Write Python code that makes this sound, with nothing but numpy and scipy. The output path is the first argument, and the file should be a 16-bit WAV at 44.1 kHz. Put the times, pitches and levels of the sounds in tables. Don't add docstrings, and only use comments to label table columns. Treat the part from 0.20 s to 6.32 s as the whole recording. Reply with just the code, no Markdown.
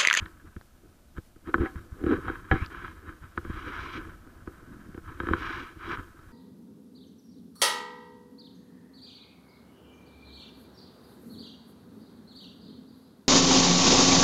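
import sys
import numpy as np
from scipy import signal
from scipy.fft import rfft, irfft
from scipy.io import wavfile
from scipy.ndimage import uniform_filter1d

SR = 44100
rng = np.random.default_rng(int(sys.argv[2]) if len(sys.argv) > 2 else 0)


def materialize(psi):
    bounded = np.clip(np.atleast_2d(psi).T, -1, 1)
    quanta = np.round(bounded * 32767).astype(np.int16)
    wavfile.write(sys.argv[1], SR, quanta)


N = 269892
TIME = np.arange(N) / SR

# pitch in Hz, level in dB, nominal t60 in seconds.
THUD_MODES = [(74.3, -0.5, 0.053), (115.6, -4.5, 0.051), (183, -6.5, 0.04)]
HOLLOW_MODES = [(235, -6, 0.035), (328.4, 1.5, 0.05), (421.7, -3, 0.021), (490, -13, 0.082),
                (785, -28, 0.088)]
SHELL_MODES = [(1028, -3, 0.017), (1296, 0, 0.023), (1510, 0, 0.022), (1680, -0.5, 0.017),
               (2170, -1.5, 0.0043), (3157, -12.5, 0.015), (3840, -17.5, 0.024)]
GRIT_MODES = [(2310, 6.5, 0.0099), (2893, -6, 0.034), (3210, 0.5, 0.0087), (4056, -8, 0.015),
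              (4630, -11, 0.011), (5620, -9.5, 0.0072), (6250, -13, 0.0062)]
# time in seconds, level in dB.
RESTING_RUSTLE = [(0, -57), (.45, -71), (1.2, -74.5), (1.55, -65.5), (2.2, -52.5), (2.8, -58.5),
                  (3.1, -64.5), (3.3, -51.5), (3.8, -73), (4.03, -61), (4.45, -57), (5.5, -64.5),
                  (6.12, -59.5)]


def undb(db):
    return 10 ** (np.asarray(db) / 20)


def unit(x):
    return x / np.sqrt(np.mean(x ** 2))


def butter(x, hz, kind, order=2):
    return signal.sosfilt(signal.butter(order, min(hz, .45 * SR), kind, fs=SR, output="sos"), x)


def coloured(points):
    hz, db = np.transpose(points)
    bin_hz = np.arange(N // 2 + 1) * SR / N
    gain = undb(np.interp(np.log(bin_hz + 1), np.log(hz), db))
    return unit(irfft(rfft(rng.standard_normal(N)) * gain, N))


def walk(rate):
    hold = int(SR / rate)
    levels = np.repeat(rng.standard_normal(N // hold + 1), hold)
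    return unit(uniform_filter1d(levels, hold)[:N])


def ring(modes, detune=0., damping=1.):
    t = TIME[:SR // 4]
    out = 0
    for k, (hz, db, t60) in enumerate(modes):
        hz = hz * (1 + detune * rng.standard_normal())
        decay = np.exp(-np.log(1000) * t * damping / t60)
        out = out + (-1) ** k * undb(db) * np.sin(2 * np.pi * hz * t) * decay
    return out


def add(out, s, sound, db):
    i = max(int(s * SR), 0)
    part = sound[:max(N - i, 0)] * undb(db) / np.abs(signal.hilbert(sound)).max()
    out[i:i + len(part)] += part


def slips(modes, rate, spread_db, patchy_db, patchy_rate):
    sizes = undb(spread_db * rng.standard_normal(N)) * rng.choice([-1, 1], N)
    clicks = (rng.random(N) < rate / SR) * sizes
    sound = signal.fftconvolve(clicks, ring(modes))[:N]
    sound = sound / np.sqrt(uniform_filter1d(sound ** 2, SR // 10) + 1e-12)
    return unit(sound * undb(patchy_db * walk(patchy_rate)))


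def resting_grip(rumble_db=5, grit_db=-22):
    hiss = undb(np.interp(TIME, *np.transpose(RESTING_RUSTLE)))
    return np.outer(undb([rumble_db, 0, 0, grit_db]), hiss) ** 2


def grip_shifts(depth_db=23, rise_share=0.52, firm_db=-45.5, grit_db=-20):
    # peak time in seconds, length in seconds, hiss in dB, groan over hiss in dB.
    shifts = [(0, 0.29, -46, -1), (0.266, 0.14, -57.5, -2), (0.662, 0.25, -69.5, 12.5),
              (0.976, 0.06, -49.5, 2), (1.294, 0.1, -43, 5), (1.424, 0.19, -40, 12), (1.457, 0.13, -37, 3),
              (1.583, 0.21, -51, 5.5), (1.815, 0.14, -52.5, 16), (1.886, .1, -48, 12),
              (1.925, 0.19, -32, 10.5), (1.985, .12, -45, -9), (2.088, 0.29, -37.5, -3.5),
              (2.892, 0.16, -43.5, -3), (3.04, 0.1, -46.5, -12), (3.357, 0.28, -43.5, -11),
              (3.478, 0.12, -44, 7.5), (3.596, 0.087, -37, -18), (3.785, 0.29, -43.5, 2),
              (3.891, 0.28, -49.5, -1), (4.899, .18, -45.5, -4), (5.116, 0.54, -40, -2.5),
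              (5.574, 0.093, -56.5, 9), (5.791, 0.22, -43, -2), (5.995, 0.039, -50.5, 3)]
    power = np.zeros((4, N))
    for peak, length, db, groan_db in shifts:
        near = np.abs(TIME - peak) < 2 * length
        since = TIME[near] - peak
        away = np.maximum(-since / rise_share, since / (1 - rise_share)) / length
        hiss = undb(db - depth_db * away)
        rumble_db = 5 + 0.66 * (firm_db - db)
        power[:, near] += np.outer(undb([rumble_db, groan_db, 0, grit_db]), hiss) ** 2
    return power


def hand_slides(rumble_db=-7.5, groan_db=-6.5, brighten_db=1.5):
    # start, end, attack and release in seconds (each fade spans 20 dB), then in dB the hiss,
    # its swell along the stroke, and the grit over the hiss before dulling.
    slides = [(2.327, 2.456, 0.045, 0.031, -40, -4, -10), (2.506, 2.666, .008, .12, -46, 2, -7),
              (3.434, 3.62, 0.29, 0.27, -42, 3.5, -4), (3.74, 3.779, .13, .02, -40, 0.5, 1),
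              (5.257, 5.429, 0.19, 0.12, -37.5, -5.5, -4.5), (5.695, 5.751, 0.12, 0.019, -34, 0, -7.5)]
    power = np.zeros((4, N))
    for start, end, attack, release, db, swell_db, grit_db in slides:
        along = np.clip((TIME - start) / (end - start), 0, 1)
        fade = np.clip(np.maximum((start - TIME) / attack, (TIME - end) / release), 0, 10)
        hiss = undb(db + swell_db * (along - .5) - 20 * fade)
        dulling_db = brighten_db * (2 - along)
        power[:3] += np.outer(undb([rumble_db, groan_db, 0]), hiss) ** 2
        power[3] += (hiss * undb(grit_db - dulling_db)) ** 2
    return power


def rubbing(grit_trim_db=-2.5, sway_db=-7):
    rumble_gain, groan_gain, hiss_gain, grit_gain = np.sqrt(resting_grip() + grip_shifts() + hand_slides())
    rumble = slips(THUD_MODES, rate=600, spread_db=1.5, patchy_db=2.5, patchy_rate=25)
    rumble = unit(butter(rumble, 188, "low", order=3))
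    sway = undb(sway_db) * coloured([(15, -12), (36, 6), (60, -20), (200, -60), (2000, -89)])
    groan = slips(HOLLOW_MODES, rate=890, spread_db=2.5, patchy_db=3.0, patchy_rate=45)
    groan = butter(groan, 1100, "low")
    hiss = slips(SHELL_MODES, rate=4500, spread_db=3, patchy_db=2.05, patchy_rate=77)
    hiss = butter(butter(hiss, 2730, "low"), 510, "high")
    grit = slips(GRIT_MODES, rate=7000, spread_db=2.5, patchy_db=1.5, patchy_rate=90)
    grit = butter(grit, 7700, "low", order=4)
    return (unit(rumble + sway) * rumble_gain + unit(groan) * groan_gain
            + unit(hiss) * hiss_gain + unit(grit) * grit_gain * undb(grit_trim_db))


def sea(level_db=-55, swell_db=2, swells_per_s=2.96):
    # frequency in Hz, relative spectral level in dB.
    wash_spectrum = [(20, 3), (45, -2.5), (90, -6), (160, -13), (260, -9), (325, -25), (420, -22),
                     (650, -19.5), (1400, -35), (2500, -52), (6000, -78)]
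    return coloured(wash_spectrum) * undb(level_db + swell_db * walk(swells_per_s))


def stray_bumps(count=16, over_rustle_db=(14, 10, 10), scatter_db=2.5, hardness_hz=1500):
    times = (np.arange(count) + rng.random(count)) / count * TIME[-1]
    rustle_db = np.interp(times, *np.transpose(RESTING_RUSTLE))
    levels = rustle_db[:, None] + np.array(over_rustle_db) + scatter_db * rng.standard_normal((count, 3))
    return np.column_stack([times, levels, np.full(count, hardness_hz)])


def knocks(boom_trim_db=-2.5, chatter_db=-24, chatter_s=0.0064, rebound_s=0.0107, lead_s=.001):
    # start in seconds, thud, untrimmed boom and clack in dB, contact hardness as a cutoff in Hz.
    blows = [(0.02, -27.5, -44.5, -43, 2300), (0.0602, -40, -46, -30, 3700), (0.364, -30, -37, -37.5, 2400),
             (0.9805, -27.5, -29.5, -34, 2180), (1.161, -48, -41.5, -51.5, 2200),
             (1.273, -33, -42, -36.5, 2400), (1.342, -40, -16, -6.5, 1210),
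             (1.3812, -28, -21.5, -27.5, 1300), (1.4018, -17, -34, -37, 2600), (1.418, -27, -16, -29, 1700),
             (1.432, -29, -16.5, -34, 2000), (1.558, -27.5, -41.5, -36, 2450),
             (1.72, -28.5, -66, -49, 2400), (1.8388, -23.5, -15.5, -32.5, 4700),
             (1.8645, -21.5, -13.5, -26.5, 2600), (1.912, -31, -21.5, -32, 2110),
             (1.921, -39, -11.5, -39, 2700), (2.0813, -42, -40, -20.5, 1400),
             (2.099, -43, -19.5, -22.5, 1420), (2.3135, -13.5, -30, -17, 3180),
             (2.3165, -30, -33, -21, 3000), (2.3234, -23, -14.5, -19.5, 2600),
             (2.329, -16.5, -26, -40, 2500), (2.336, -17, -19.5, -38, 2400), (2.357, -44, -22, -25, 1720),
             (2.417, -19, -54, -48, 2400), (2.646, -39, -51, -27.5, 1900), (2.68, -41, -52, -30.5, 2200),
             (3.1762, -27.5, -25.5, -17.5, 1660), (3.2497, -36, -30, -33, 1800),
             (3.298, -23.5, -29, -44, 2400), (4.0727, -58, -40, -45.5, 2000),
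             (4.2746, -32.5, -27, -33, 1200), (4.7457, -39, -31.5, -40.5, 2370),
             (4.7767, -37, -28, -37.5, 2100), (5.0017, -31, -23.5, -19, 2260),
             (5.0334, -28.5, -27.5, -29.5, 1600), (5.07, -40, -23, -24, 3900),
             (5.0871, -38, -20.5, -18, 1400), (5.11, -20, -15.5, -31, 1700), (5.1346, -25, -18, -10, 1860),
             (5.772, -38, -63, -28.5, 1700), (5.795, -41, -34.5, -33.5, 1900)]
    out = np.zeros(N)
    t = TIME[:SR // 4] - 20 * lead_s
    impact = np.argmin(np.abs(t))
    graze = np.exp(np.where(t < 0, t / (2 * lead_s), -t / chatter_s))
    for s, thud_db, boom_db, clack_db, hardness_hz in np.vstack([blows, stray_bumps()]):
        push_hz = 430 * np.clip(undb((boom_db - thud_db) / 2), .25, 1.2)
        planks = butter(ring(THUD_MODES, detune=0.046), push_hz, "low")
        hollow = butter(ring(HOLLOW_MODES, detune=0.019, damping=0.99), 930, "low")
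        add(out, s - 2 * lead_s, planks, thud_db)
        add(out, s - lead_s, hollow, boom_db + boom_trim_db)
        add(out, s + rebound_s, planks, clack_db - 21.5)
        add(out, s + rebound_s, hollow, clack_db - 20)
        contact = undb(chatter_db) * rng.standard_normal(len(t)) * graze / 2
        contact[impact] += 1
        shell = signal.fftconvolve(contact, ring(SHELL_MODES, detune=0.017, damping=0.9))[:len(t)]
        shell = butter(shell, hardness_hz, "low")
        shell = butter(shell, min(0.4 * hardness_hz, 900), "high")
        add(out, s + t[0] - lead_s / 2, shell, clack_db)
        edge = butter(ring(GRIT_MODES, detune=0.014), 5000, "low", order=4)
        add(out, s, edge, clack_db - 25 + 5 * np.log2(hardness_hz / 2000))
    return out


def ticks(t60_s=0.0034):
    # start in seconds, level in dB, pitch in Hz.
    contacts = [(0.0579, -37, 3680), (0.4124, -36, 1710), (.4120, -47, 4340), (2.448, -37, 4000),
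                (2.462, -30, 4800), (2.502, -39, 1560)]
    out = np.zeros(N)
    for s, db, hz in contacts:
        add(out, s, butter(ring([(hz, 0, t60_s)]), 0.66 * hz, "low"), db)
    return out


def mount_ring():
    # start in seconds, level in dB.
    jolts = [(1.342, -40), (1.459, -24.5), (2.081, -26), (2.313, -11)]
    # pitch in Hz, level in dB, t60 in seconds.
    mount_modes = [(498, 0, 0.086), (771, 0.5, 0.13), (1490, -2.5, 0.11), (1674, 1.5, .12),
                   (1934, 5.5, 0.025), (2120, -12, 0.12), (2196, -4.5, 0.057), (3160, -19, 0.1)]
    out = np.zeros(N)
    for s, db in jolts:
        add(out, s, butter(ring(mount_modes, detune=0.0032), 3900, "low"), db)
    return out


def squeak(start_s=2.34, end_s=2.448, first_hz=2130, last_hz=2700, level_db=-46, rough_db=3):
    along = np.clip((TIME - start_s) / (end_s - start_s), 0, 1)
    jitter = 1 + .05 * walk(600)
    hz = (first_hz + (last_hz - first_hz) * along ** 3) * jitter
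    gate = uniform_filter1d(1. * ((TIME > start_s) & (TIME < end_s)), SR // 100)
    return np.sin(2 * np.pi * np.cumsum(hz) / SR) * gate * undb(level_db + rough_db * walk(200))


def creaks():
    # start in seconds, end in seconds, level in dB.
    creak_spans = [(4.475, 4.537, -48.5), (4.54, 4.643, -50.5), (4.661, 4.703, -47)]
    # pitch in Hz, level in dB, t60 in seconds.
    board_modes = [(139, -5, 0.044), (198, 4, 0.034), (260, 6, 0.02)]
    gate = sum(undb(db) * ((TIME > start) & (TIME < end)) for start, end, db in creak_spans)
    groan = slips(board_modes, rate=290, spread_db=3, patchy_db=-0.5, patchy_rate=62)
    return unit(butter(groan, 400, "low")) * uniform_filter1d(gate, SR // 200)


def scene():
    return (rubbing() + sea() + knocks() + ticks() + mount_ring() + squeak() + creaks())[None]


def record(dry, hiss_db=-64, whine_db=-84, quiet_drop_db=5.5, open_db=-42, top_hz=15600):
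    # frequency in Hz, relative spectral level in dB.
    hiss_spectrum = [(100, -10), (1000, 2.5), (3000, 3), (6000, 1), (9000, 0.5), (12000, -0.5), (14800, 0),
                     (15700, -24)]
    loudness = np.sqrt(uniform_filter1d(dry[0] ** 2, SR // 8, origin=SR // 24) + 1e-12)
    closed = 1 / (1 + (loudness / undb(open_db)) ** 2)
    whine_hz = 9535 + 30 * walk(44)
    whine = np.sqrt(2) * np.sin(2 * np.pi * np.cumsum(whine_hz) / SR)
    noise = coloured(hiss_spectrum) * undb(hiss_db) + whine * undb(whine_db)
    mix = butter(dry, 15, "high", order=1) + noise * undb(-quiet_drop_db * closed)
    return signal.sosfilt(signal.ellip(10, .2, 70, top_hz, fs=SR, output="sos"), mix)


dry = scene()
out = record(dry)
materialize(out)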